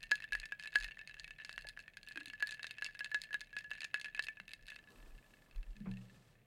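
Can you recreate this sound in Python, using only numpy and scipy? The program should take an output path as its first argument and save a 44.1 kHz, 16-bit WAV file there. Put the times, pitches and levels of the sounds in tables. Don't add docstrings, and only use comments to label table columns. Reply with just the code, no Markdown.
import sys
import numpy as np
from scipy import signal
from scipy.fft import rfft, irfft, next_fast_len
from scipy.io import wavfile

SR = 44100
rng = np.random.default_rng(int(sys.argv[2]) if len(sys.argv) > 2 else 0)


def wav_record(signal):
    frames = np.transpose(np.atleast_2d(signal))
    bounded = np.clip(frames, -1, 1)
    quanta = np.round(bounded * 32767).astype(np.int16)
    wavfile.write(sys.argv[1], SR, quanta)


N = 284879


# hz, gain_db
AIR_SPECTRUM = [(30, -23.5), (70, -1.5), (140, 3.5), (380, -11.5), (650, -8.5), (1000, -22.5), (2000, -13),
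                (5000, -30.5), (13000, -31), (16000, -30.5)]
AIR_DB = -72
# hz, gain_db
RUMBLE_SPECTRUM = [(10, -36), (24, -4), (32, 8.5), (41, -0.5), (50, -17.5), (90, -62.5)]
# peak_s, length_s, level_db
ARM_SWINGS = [(0.025, 0.22, -57.5), (0.373, 0.17, -49), (0.843, 0.14, -51.5), (1.25, 0.33, -60),
              (1.63, 0.39, -59), (4.64, 0.19, -58.5), (5.09, 0.3, -51), (5.586, .14, -45.5),
              (5.694, 0.11, -51.5), (5.863, 0.46, -54), (6.16, 0.18, -78)]
STILL_DB = -75

# time_s, rub_db, hiss_db
SLEEVE_LEVELS = [(4.75, -66.5, -73.5), (5.108, -72.5, -73.5), (5.232, -73, -73.5), (5.374, -74.5, -73.5),
                 (5.572, -77, -83), (5.758, -80.5, -75), (6.032, -75.5, -69.5), (6.146, -72.5, -67.5),
                 (6.312, -78, -72.5), (6.45, -90, -92)]
# hz, gain_db
RUB_SPECTRUM = [(100, -2), (250, 4.5), (450, 2), (750, -3), (1300, -2.5), (2600, -29), (5200, -25),
                (8000, -60)]
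# hz, gain_db
HISS_SPECTRUM = [(1500, -14), (3000, 6.5), (5200, 3), (6500, 0.5), (8000, 3.5), (11000, -4.5), (13500, 0.5),
                 (16000, -15)]

# start_s, gain_db, rise_s, pitch_factor, ring_factor
DESK_BLOWS = [(5.744, -12, 0.02, 1.12, 0.43), (5.802, 6, 0.011, 1.1, 0.18), (5.834, -4, 0.0073, 0.96, 0.26),
              (5.867, 0, 0.0044, 1.02, 1)]
# nominal_hz, level_db, nominal_t60_s, build_up_s
DESK_MODES = [(187, -38, 0.53, 0.00088), (118.4, -33.5, 0.54, 0.089), (225.4, -62, 0.26, .002),
              (169.5, -64, 0.32, .002), (330, -54, 0.18, .002), (447, -60, 0.28, .002)]
# hz, gain_db
BUMP_SPECTRUM = [(150, -26), (250, 1.5), (439, -18), (944, -13.5), (1230, -22.5), (1540, -18.5),
                 (1900, -27), (2110, -20), (5000, -55), (6500, -77), (11000, -120)]
# hz, gain_db
BOOM_SPECTRUM = [(60, -28), (120, 13.5), (210, -0.5), (300, -36), (500, -7), (1000, -53)]

# start_s, level_db before the onset, start_hz, t60_s, relative_rise_per_s
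GULPS = [(1.6495, -42.5, 586, 0.013, 13), (1.653, -64, 840, 0.12, 1.6), (2.16, -53, 327, 0.1, 0.32),
         (2.177, -51.5, 285, 0.12, 0.27), (2.218, -57, 299, 0.15, .2), (2.276, -58, 274, 0.12, 0.26),
         (4.405, -60.5, 192, 0.24, 0.42)]

# start_s, low_mode_db before radiation, low_mode_hz, # low_mode_t60_s before settling,
# upper_mode_db (nominal), ice_hardness_db (nominal)
CLINKS = [ (0.0361, -50, 1800, 0.2, -41.5, -52), (.1121, -36, 1700, 0.028, -36, -43.5),
          (0.1166, -19, 1693, .081, -33, -34), (.1553, -67, 1800, .08, -44, -45.5),
          (0.203, -41.5, 1790, 0.033, -50, -58), (0.2226, -49, 1810, .12, -40.5, -58),
          (0.2415, -40, 1736, 0.062, -53, -59), (0.3227, -31, 1685, 0.24, -62, -48.5),
          (0.332, -59, 1702, 0.1, -35, -43), (0.3517, -25.5, 1736, 0.026, -44, -45.5),
          (0.3996, -53, 1780, 0.083, -49, -44), (0.5219, -31, 1670, .069, -39.5, -56),
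          (0.5968, -45, 1720, .1, -44, -50.5), (0.6476, -51, 1623, .11, -50, -66),
          (0.658, -39.5, 1733, 0.079, -44, -56), (0.674, -47, 1730, 0.12, -38.5, -47.5),
          (0.7545, -34, 1600, 0.077, -33.5, -59), (0.7571, -20, 1688, 0.083, -34.5, -35),
          (0.8092, -41, 1740, 0.084, -45, -53), (.845, -39, 1820, 0.071, -36.5, -48),
          (0.972, -42, 1800, 0.024, -69, -74), (.9912, -49.5, 1710, 0.17, -42, -60),
          (1.0135, -48.5, 1770, 0.087, -49, -63), (1.0745, -59, 1775, 0.099, -42, -51.5),
          (1.1426, -46.5, 1790, 0.02, -45, -59), (1.168, -50, 1686, 0.073, -53, -79),
          (1.2439, -57, 1860, 0.16, -41, -52), (1.2785, -47.5, 1690, 0.045, -47, -59),
          (1.3076, -44.5, 1750, 0.068, -42, -56.5), (1.4485, -42.5, 1690, 0.033, -44.5, -46.5),
          (1.4939, -33, 1634, 0.012, -43.5, -50.5), (1.579, -28.5, 1670, 0.0076, -39.5, -53.5),
          (1.645, -46, 1710, 0.07, -66, -68), (1.6701, -47.5, 1710, 0.24, -50, -51),
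          (1.695, -62, 1780, .095, -48, -55), (1.7741, -36.5, 1660, 0.016, -59, -64),
          (1.7917, -45, 1655, 0.072, -46.5, -57.5), (1.8798, -42.5, 1800, 0.034, -50, -63.5),
          (1.9704, -42.5, 1650, 0.037, -48.5, -51), (2.0309, -59, 1663, .18, -58, -54.5),
          (2.0742, -48.5, 1720, 0.15, -45.5, -72), (2.1107, -44.5, 1716, 0.077, -51, -92),
          (2.122, -60, 1690, .05, -58, -56), (2.1583, -40.5, 1648, 0.063, -44, -56),
          (2.1743, -32.5, 1655, 0.042, -39, -50.5), (2.21, -41.5, 1690, 0.058, -46, -70),
          (2.2582, -49, 1730, 0.067, -51, -46), (2.3, -48.5, 1720, 0.087, -42, -55),
          (2.3347, -39, 1720, 0.082, -51.5, -57), (2.4043, -41, 1710, 0.087, -46, -56.5),
          (2.4252, -24, 1694, 0.079, -37, -43), (2.4718, -43, 1790, 0.11, -59, -43.5),
          (2.5948, -39, 1710, .036, -45.5, -66), (2.6304, -40, 1780, 0.02, -44, -45),
          (2.6439, -31.5, 1670, 0.021, -39, -50.5), (2.6683, -45.5, 1677, 0.069, -49, -45.5),
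          (2.7095, -46.5, 1747, 0.087, -39, -47), (2.784, -43, 1730, .07, -40.5, -56.5),
          (2.8225, -29, 1683, 0.05, -38, -49.5), (2.8453, -47, 1695, 0.15, -56, -40.5),
          (2.8527, -55, 1770, 0.11, -37.5, -68), (2.8633, -66, 1704, .09, -33.5, -48),
          (2.8878, -44.5, 1705, 0.097, -60, -66), (2.95, -43.5, 1670, 0.072, -49, -60),
          (2.9926, -46, 1600, .08, -43, -47), (3.0068, -34, 1678, .12, -39.5, -55),
          (3.0453, -42, 1737, 0.06, -42, -42.5), (3.06, -42, 1715, 0.065, -46, -60),
          (3.116, -36.5, 1723, 0.14, -55, -54.5), (3.1454, -25.5, 1697, 0.11, -36, -40),
          (3.2174, -57, 1820, 0.1, -66, -42.5), (3.2368, -49.5, 1746, 0.22, -74, -48.5),
          (3.3075, -42, 1695, 0.13, -70, -68), (3.3295, -40.5, 1757, 0.17, -43, -52),
          (3.3433, -27.5, 1685, .08, -38, -43.5), (3.4074, -49, 1746, .087, -61, -46.5),
          (3.4138, -42.5, 1714, 0.083, -48, -50.5), (3.5294, -46.5, 1690, 0.23, -54, -64),
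          (3.5666, -33.5, 1690, 0.11, -38, -48.5), (3.587, -60, 1760, .11, -60, -48.5),
          (3.644, -45.5, 1704, 0.22, -51, -65), (3.7063, -51, 1780, .095, -52, -54.5),
          (3.7143, -32.5, 1720, 0.052, -35, -57), (3.8062, -80, 1800, .14, -42, -46),
          (3.819, -64, 1630, 0.11, -44, -49), (3.8479, -48, 1784, 0.14, -38, -54),
          (3.943, -24.5, 1698, 0.04, -29.5, -42), (3.982, -43.5, 1724, .08, -62, -76),
          (3.9982, -47, 1673, .12, -73, -52), (4.0136, -52, 1687, 0.17, -44, -47),
          (4.045, -42.5, 1776, 0.091, -38.5, -50), (4.148, -41.5, 1734, 0.13, -38.5, -51),
          (4.176, -46, 1680, 0.29, -40, -70.5), (4.1939, -24.5, 1740, 0.036, -31.5, -42.5),
          (4.238, -54, 1820, 0.13, -49, -50.5), (4.2684, -53, 1780, .06, -41, -51.5),
          (4.285, -39.5, 1752, 0.14, -34, -53.5), (4.371, -49.5, 1710, 0.1, -48.5, -82),
          (4.4001, -34, 1640, 0.011, -43, -56), (4.48, -56, 1775, 0.16, -45, -56),
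          (4.535, -50, 1787, 0.075, -42.5, -46), (4.6828, -49, 1660, 0.047, -52, -52),
          (4.7026, -54, 1760, 0.14, -45, -52.5), (4.7193, -43, 1723, 0.059, -46, -74),
          (4.762, -43, 1727, 0.017, -45.5, -57.5), (4.7894, -53, 1740, 0.086, -53, -61.5),
          (4.905, -64, 1695, .15, -63, -65), (5.185, -64, 1730, 0.076, -58.5, -74),
          (5.3382, -55, 1720, 0.022, -56, -73), (5.5113, -64, 1670, 0.025, -56.5, -68.5),
          (5.5608, -64, 1654, 0.05, -61, -62.5), (5.6299, -56, 1660, 0.032, -54, -65.5),
          (5.7663, -65, 1730, .08, -58.5, -64.5), (5.914, -70, 1760, 0.09, -57, -59),
          (5.938, -67, 1790, 0.11, -57, -69), (5.971, -60, 1860, 0.066, -51, -66),
          (6.0974, -59, 1750, 0.06, -66, -72)]
# start_s, length_s, nominal_level_db, brightness_db
RATTLES = [(0.017, .02, -59.5, 4.5), (0.172, .02, -59.5, 0), (0.226, .025, -56, -2),
           (0.367, .025, -64.5, -13), (0.415, .045, -55, -1), (.61, .045, -59.5, 2.5),
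           (0.726, .025, -52.5, 2.5), (0.785, .06, -55.5, 5), (0.851, .04, -58, 0), (0.907, .02, -56.5, -3),
           (1.093, .02, -52.5, -1), (1.186, .02, -61.5, 12), (1.385, .045, -57, -14),
           (1.458, .11, -65.5, 6), (1.588, .04, -61.5, -1), (1.682, .02, -58, 7), (1.802, .035, -65, 1),
           (2.078, .05, -65.5, 8), (2.19, .02, -56, -4.5), (2.27, .025, -59, 4), (2.479, .08, -57.5, 5.5),
           (2.85, .03, -60, 12), (3.038, .02, -60.5, 10), (3.232, .025, -58, 10.5),
           (3.574, .04, -60.5, 2.5), (3.727, .065, -57.5, -3), (3.814, .04, -53, 3), (3.956, .02, -55, -9),
           (4.042, .045, -53, -1), (4.15, .02, -58, 5), (4.22, .025, -59, 8.5), (4.49, .03, -61.5, 7.5),
           (4.653, .11, -65.5, 4)]
# time_s, touches_per_s, nominal_level_db
JOSTLE = [(0, 63, -66), (1.001, 72.3, -68), (1.5, 66, -68.5), (1.902, 44.3, -68.5), (2.5, 72.6, -62.5),
          (4.601, 65, -73), (4.9, 40, -69), (5.4, 32.7, -74.5), (6.0, 31.5, -72), (6.4, 28, -80.5)]
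# hz, gain_db
CLACK_SPECTRUM = [(1000, -59.5), (2000, 8), (2500, 7), (2950, 7), (3400, -20.5), (3750, 13), (4600, -50.5),
                  (7000, -72)]
# hz, gain_db
CUBE_SPECTRUM = [(1500, -53), (3300, -4.5), (3750, -4.5), (4250, 4), (4600, -4), (4950, -4.5), (5700, -17),
                 (6600, -12), (7600, -28.5), (9500, -34.5)]
# hz, gain_db
TICK_SPECTRUM = [(3000, -27.5), (5400, -8.5), (6500, 4.5), (7500, 2), (8700, 1), (9550, 4), (10600, -5.5),
                 (13000, -11.5), (15500, -29.5)]
# hz, gain_db
KNOCK_SPECTRUM = [(100, -32), (300, -10), (600, -32.5), (900, -61), (1300, -7), (2000, 25.5), (3000, 9),
                  (4200, -29.5)]
# hz, gain_db
RADIATION = [(80, -31.5), (260, -12), (600, -6.5), (950, -7), (1450, -2.5), (1750, -0.5)]

T = np.arange(int(SR * .1)) / SR
UPPER_HZ, UPPER_T60 = 2614, 0.029
TWIN_HZ, TWIN_T60 = 1695, 0.17
SETTLE_S, SETTLE_T60 = 0.028, 0.15
OVERTONE, OVERTONE_DB = 1.5, -10
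PING_DB, PING_HZ, PING_SPREAD, PING_T60 = -10, 4510, .1, 0.027
CLACK_DB, CLACK_SHARE, TICK_DB = -6.5, 0.26, -11.5
KNOCK_DB, KNOCK_SHARE = -8, 0.67
TICK_TILT_DB, TICK_PIVOT_HZ = 10, 6100
CHATTER_PER_S = 700
RATTLE_GAP_S, RATTLE_SCATTER = 0.011, 0.77
GRAZE_ABOVE_DB, GRAZE_S, GRAZE_DB = -31, .004, -22.5
EDGE_HZ = 16100


def amp(db):
    return 10 ** (np.asarray(db) / 20)


def add(mix, s, sound):
    part = mix[max(round(s * SR), 0):][:len(sound)]
    part += sound[:len(part)]


def read(points, hz):
    point_hz, db = np.transpose(points)
    return np.interp(np.log(hz + 1), np.log(point_hz + 1), db)


def colour(x, shape_db):
    size = next_fast_len(len(x), True) * 2
    gain_db = np.maximum(shape_db(np.fft.rfftfreq(size, 1 / SR)), -100)
    cepstrum = irfft(np.log(amp(gain_db)))
    cepstrum[1:size // 2] *= 2
    cepstrum[size // 2 + 1:] = 0
    response = np.exp(rfft(cepstrum))
    return irfft(rfft(x, size) * response)[:len(x)]


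def noise(points):
    white = rfft(rng.standard_normal(N))
    x = irfft(white * amp(read(points, np.fft.rfftfreq(N, 1 / SR))), N)
    return x / x.std()


def level(rows):
    return amp(np.interp(np.arange(N) / SR, *np.transpose(rows)))


def room(x, wet_db, t60):
    t = np.arange(SR // 2) / SR
    signs = rng.choice([-1., 1.], len(t))
    present = rng.random(len(t)) < 2000 / SR
    taps = signs * present * (t > .005) * amp(-60 * t / t60)
    tail = signal.lfilter(*signal.butter(1, 7000, fs=SR), taps / np.linalg.norm(taps))
    return amp(wet_db) * signal.oaconvolve(x, tail)[:N]


def room_tone():
    return amp(AIR_DB) * noise(AIR_SPECTRUM)


def arm():
    t = np.arange(N) / SR
    push = np.zeros(N)
    for peak_s, length, db in ARM_SWINGS:
        phase = np.clip((t - peak_s) / length, -.5, .5)
        push += amp(db) * np.cos(np.pi * phase) ** 2
    return (amp(STILL_DB) + push) * noise(RUMBLE_SPECTRUM)


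def sleeve():
    rows, t = np.array(SLEEVE_LEVELS), np.arange(N) / SR
    moving = np.clip((t - rows[0, 0]) / 0.21, 0, 1)
    catch = amp(2 * noise([(1, -1), (40, -10.5), (150, -66), (600, -75)]))
    hiss = noise(HISS_SPECTRUM)
    dull_hiss = amp(-2.0) * signal.lfilter(*signal.butter(1, 7500, fs=SR), hiss)
    resting = np.clip((t - 5.5) / 0.39, 0, 1)
    hiss = (1 - resting) * hiss + resting * dull_hiss
    rub = amp(1.0) * level(rows[:, [0, 1]]) * noise(RUB_SPECTRUM)
    fibres = amp(-3.0) * level(rows[:, [0, 2]]) * hiss
    return moving * catch * (rub + fibres)


def desk():
    out, t = np.zeros(N), np.arange(SR) / SR
    for s, blow_db, rise, pitch, ring in DESK_BLOWS:
        for hz, db, t60, build in DESK_MODES:
            swell = (1 - np.exp(-(t / rise) ** 2)) * (1 - np.exp(-t / build))
            decay = amp(blow_db + db - 60 * t / (t60 * ring))
            add(out, s, decay * swell * np.sin(2 * np.pi * hz * pitch * t))
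    bump = noise(BUMP_SPECTRUM)[:SR] * amp(-47.5 - 60 * t / 0.17) * (1 - np.exp(-t / 0.0012))
    boom = noise(BOOM_SPECTRUM)[:SR] * amp(-61.0 - 60 * t / 3.4) * (1 - np.exp(-t / 0.014))
    add(out, 5.857, bump)
    add(out, 5.86, boom)
    return out


def drink():
    out = np.zeros(N)
    for s, db, hz, t60, rise in GULPS:
        envelope = amp(db - 60 * T / t60) * (1 - np.exp(-T / 0.00063))
        cycles = hz * (T + rise * T ** 2 / 2)
        add(out, s, envelope * np.sin(2 * np.pi * cycles))
    return out


def mode(db, hz, t60):
    return amp(db - 60 * T / t60) * np.sin(2 * np.pi * hz * T)


def crack(points, shift, t60, grit, chatter_db, chatter_t60):
    t = T[:1536]
    rebounds = (rng.random(len(t)) < CHATTER_PER_S / SR) * np.sqrt(SR / CHATTER_PER_S)
    crush = amp(-60 * t / t60)
    chatter = rebounds * amp(chatter_db - 60 * t / chatter_t60)
    x = grit * rng.standard_normal(len(t)) * (crush + chatter)
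    x[0] += 1
    x = colour(x, lambda hz: read(points, hz / shift))
    return x / np.sqrt(np.mean(x[:176] ** 2))


def glass(low_db, low_hz, low_t60, upper_db, spot, edge, lean):
    settling = amp(-60 * np.maximum(T - SETTLE_S, 0) / SETTLE_T60)
    wall = mode(low_db, low_hz, low_t60) * settling
    wall += mode(low_db - 25, TWIN_HZ * (1 + 0.0075 * lean), TWIN_T60)
    wall += mode(upper_db + 1.1, UPPER_HZ * (1 + 0.026 * spot), UPPER_T60)
    wall += mode(upper_db - 18.5 + 3 * lean, 2200 * (1 + 0.037 * edge), t60=0.091)
    return colour(wall, lambda hz: read(RADIATION, hz))


def cube_ping(cube_db, size, shape):
    hz = PING_HZ * np.exp(PING_SPREAD * size)
    first = mode(cube_db + PING_DB, hz, PING_T60)
    overtone_hz = hz * OVERTONE * (1 + .06 * shape)
    return first + mode(cube_db + PING_DB + OVERTONE_DB, overtone_hz, t60=0.017)


def clink(low_db, low_hz, low_t60, upper_db, clack_db, cube_db, tick_db):
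    spot, size, edge, lean, corner, shape = np.clip(rng.standard_normal(6), -2, 2)
    out = glass(low_db, low_hz, low_t60, upper_db, spot, edge, lean)
    out += cube_ping(cube_db, size, shape)
    clack = crack(CLACK_SPECTRUM, 1 + 0.092 * spot, t60=0.0079, grit=1.0,
                  chatter_db=-21.5, chatter_t60=0.085)
    add(out, 0, amp(clack_db) * clack)
    cube = crack(CUBE_SPECTRUM, 1 + 0.043 * size, t60=0.0034, grit=0.21,
                 chatter_db=-22.0, chatter_t60=0.048)
    add(out, 0, amp(cube_db - 1.5) * cube)
    tilted = []
    for hz, db in TICK_SPECTRUM:
        octaves = max(np.log2(hz / TICK_PIVOT_HZ), 0)
        tilted.append((hz, db + TICK_TILT_DB * corner * octaves))
    tick = crack(tilted, 1 + 0.011 * edge, t60=0.0088, grit=0.19, chatter_db=-15.5, chatter_t60=0.078)
    add(out, 0, amp(tick_db) * tick)
    knock_db = KNOCK_SHARE * low_db + (1 - KNOCK_SHARE) * clack_db + KNOCK_DB
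    knock = crack(KNOCK_SPECTRUM, 0.854, t60=0.02, grit=0.076, chatter_db=-10.5, chatter_t60=0.055)
    add(out, 0, amp(knock_db) * knock)
    return out


def touch(db, bright_db, scatter_db):
    force, low, upper, size, hard, sharp = np.clip(rng.standard_normal(6), -1.5, 1.5)
    db = db + scatter_db * force
    ice_db = db + bright_db + 6.5 * hard
    return clink(low_db=db + 3.5 + 5.5 * low, low_hz=1745 + 25 * size, low_t60=0.083,
                 upper_db=db + 6.0 + 2.1 * upper, clack_db=db - 4.5,
                 cube_db=ice_db - 6.0, tick_db=ice_db - 16.5 + 1.2 * sharp)


def jostle():
    out, t = np.zeros(N), np.arange(N) / SR
    s, rate, db = np.transpose(JOSTLE)
    due = np.cumsum(np.interp(t, s, rate)) / SR
    for k in range(int(due[-1])):
        at = np.interp(k + rng.random(), due, t)
        add(out, at, touch(np.interp(at, s, db), bright_db=-1.5, scatter_db=2.5))
    return out


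def rattle():
    out = np.zeros(N)
    for start, length, db, bright_db in RATTLES:
        for k, stray in enumerate(rng.random(size=12)):
            after = (k + RATTLE_SCATTER * stray) * RATTLE_GAP_S
            if after < length:
                add(out, start + after, touch(db, bright_db, scatter_db=3.5))
    return out


def wall_strikes():
    out = np.zeros(N)
    for s, low_db, low_hz, low_t60, upper_db, hard_db in CLINKS:
        clack_db = CLACK_SHARE * upper_db + (1 - CLACK_SHARE) * hard_db + CLACK_DB
        add(out, s, clink(low_db, low_hz, low_t60, upper_db, clack_db, hard_db, hard_db + TICK_DB))
        if low_db > GRAZE_ABOVE_DB:
            add(out, s - GRAZE_S, touch(hard_db + GRAZE_DB, bright_db=-5, scatter_db=-2.0))
    return out


def ice():
    return jostle() + rattle() + wall_strikes()


def scene():
    background = room_tone() + arm() + sleeve()
    near = desk() + drink() + ice()
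    return (near + room(near, wet_db=-18.5, t60=0.2) + background)[None]


def record(dry):
    low_pass = signal.firwin(511, EDGE_HZ, window=("kaiser", 9), fs=SR)
    return signal.oaconvolve(dry, low_pass[None], "same")


dry = scene()
out = record(dry)
wav_record(out)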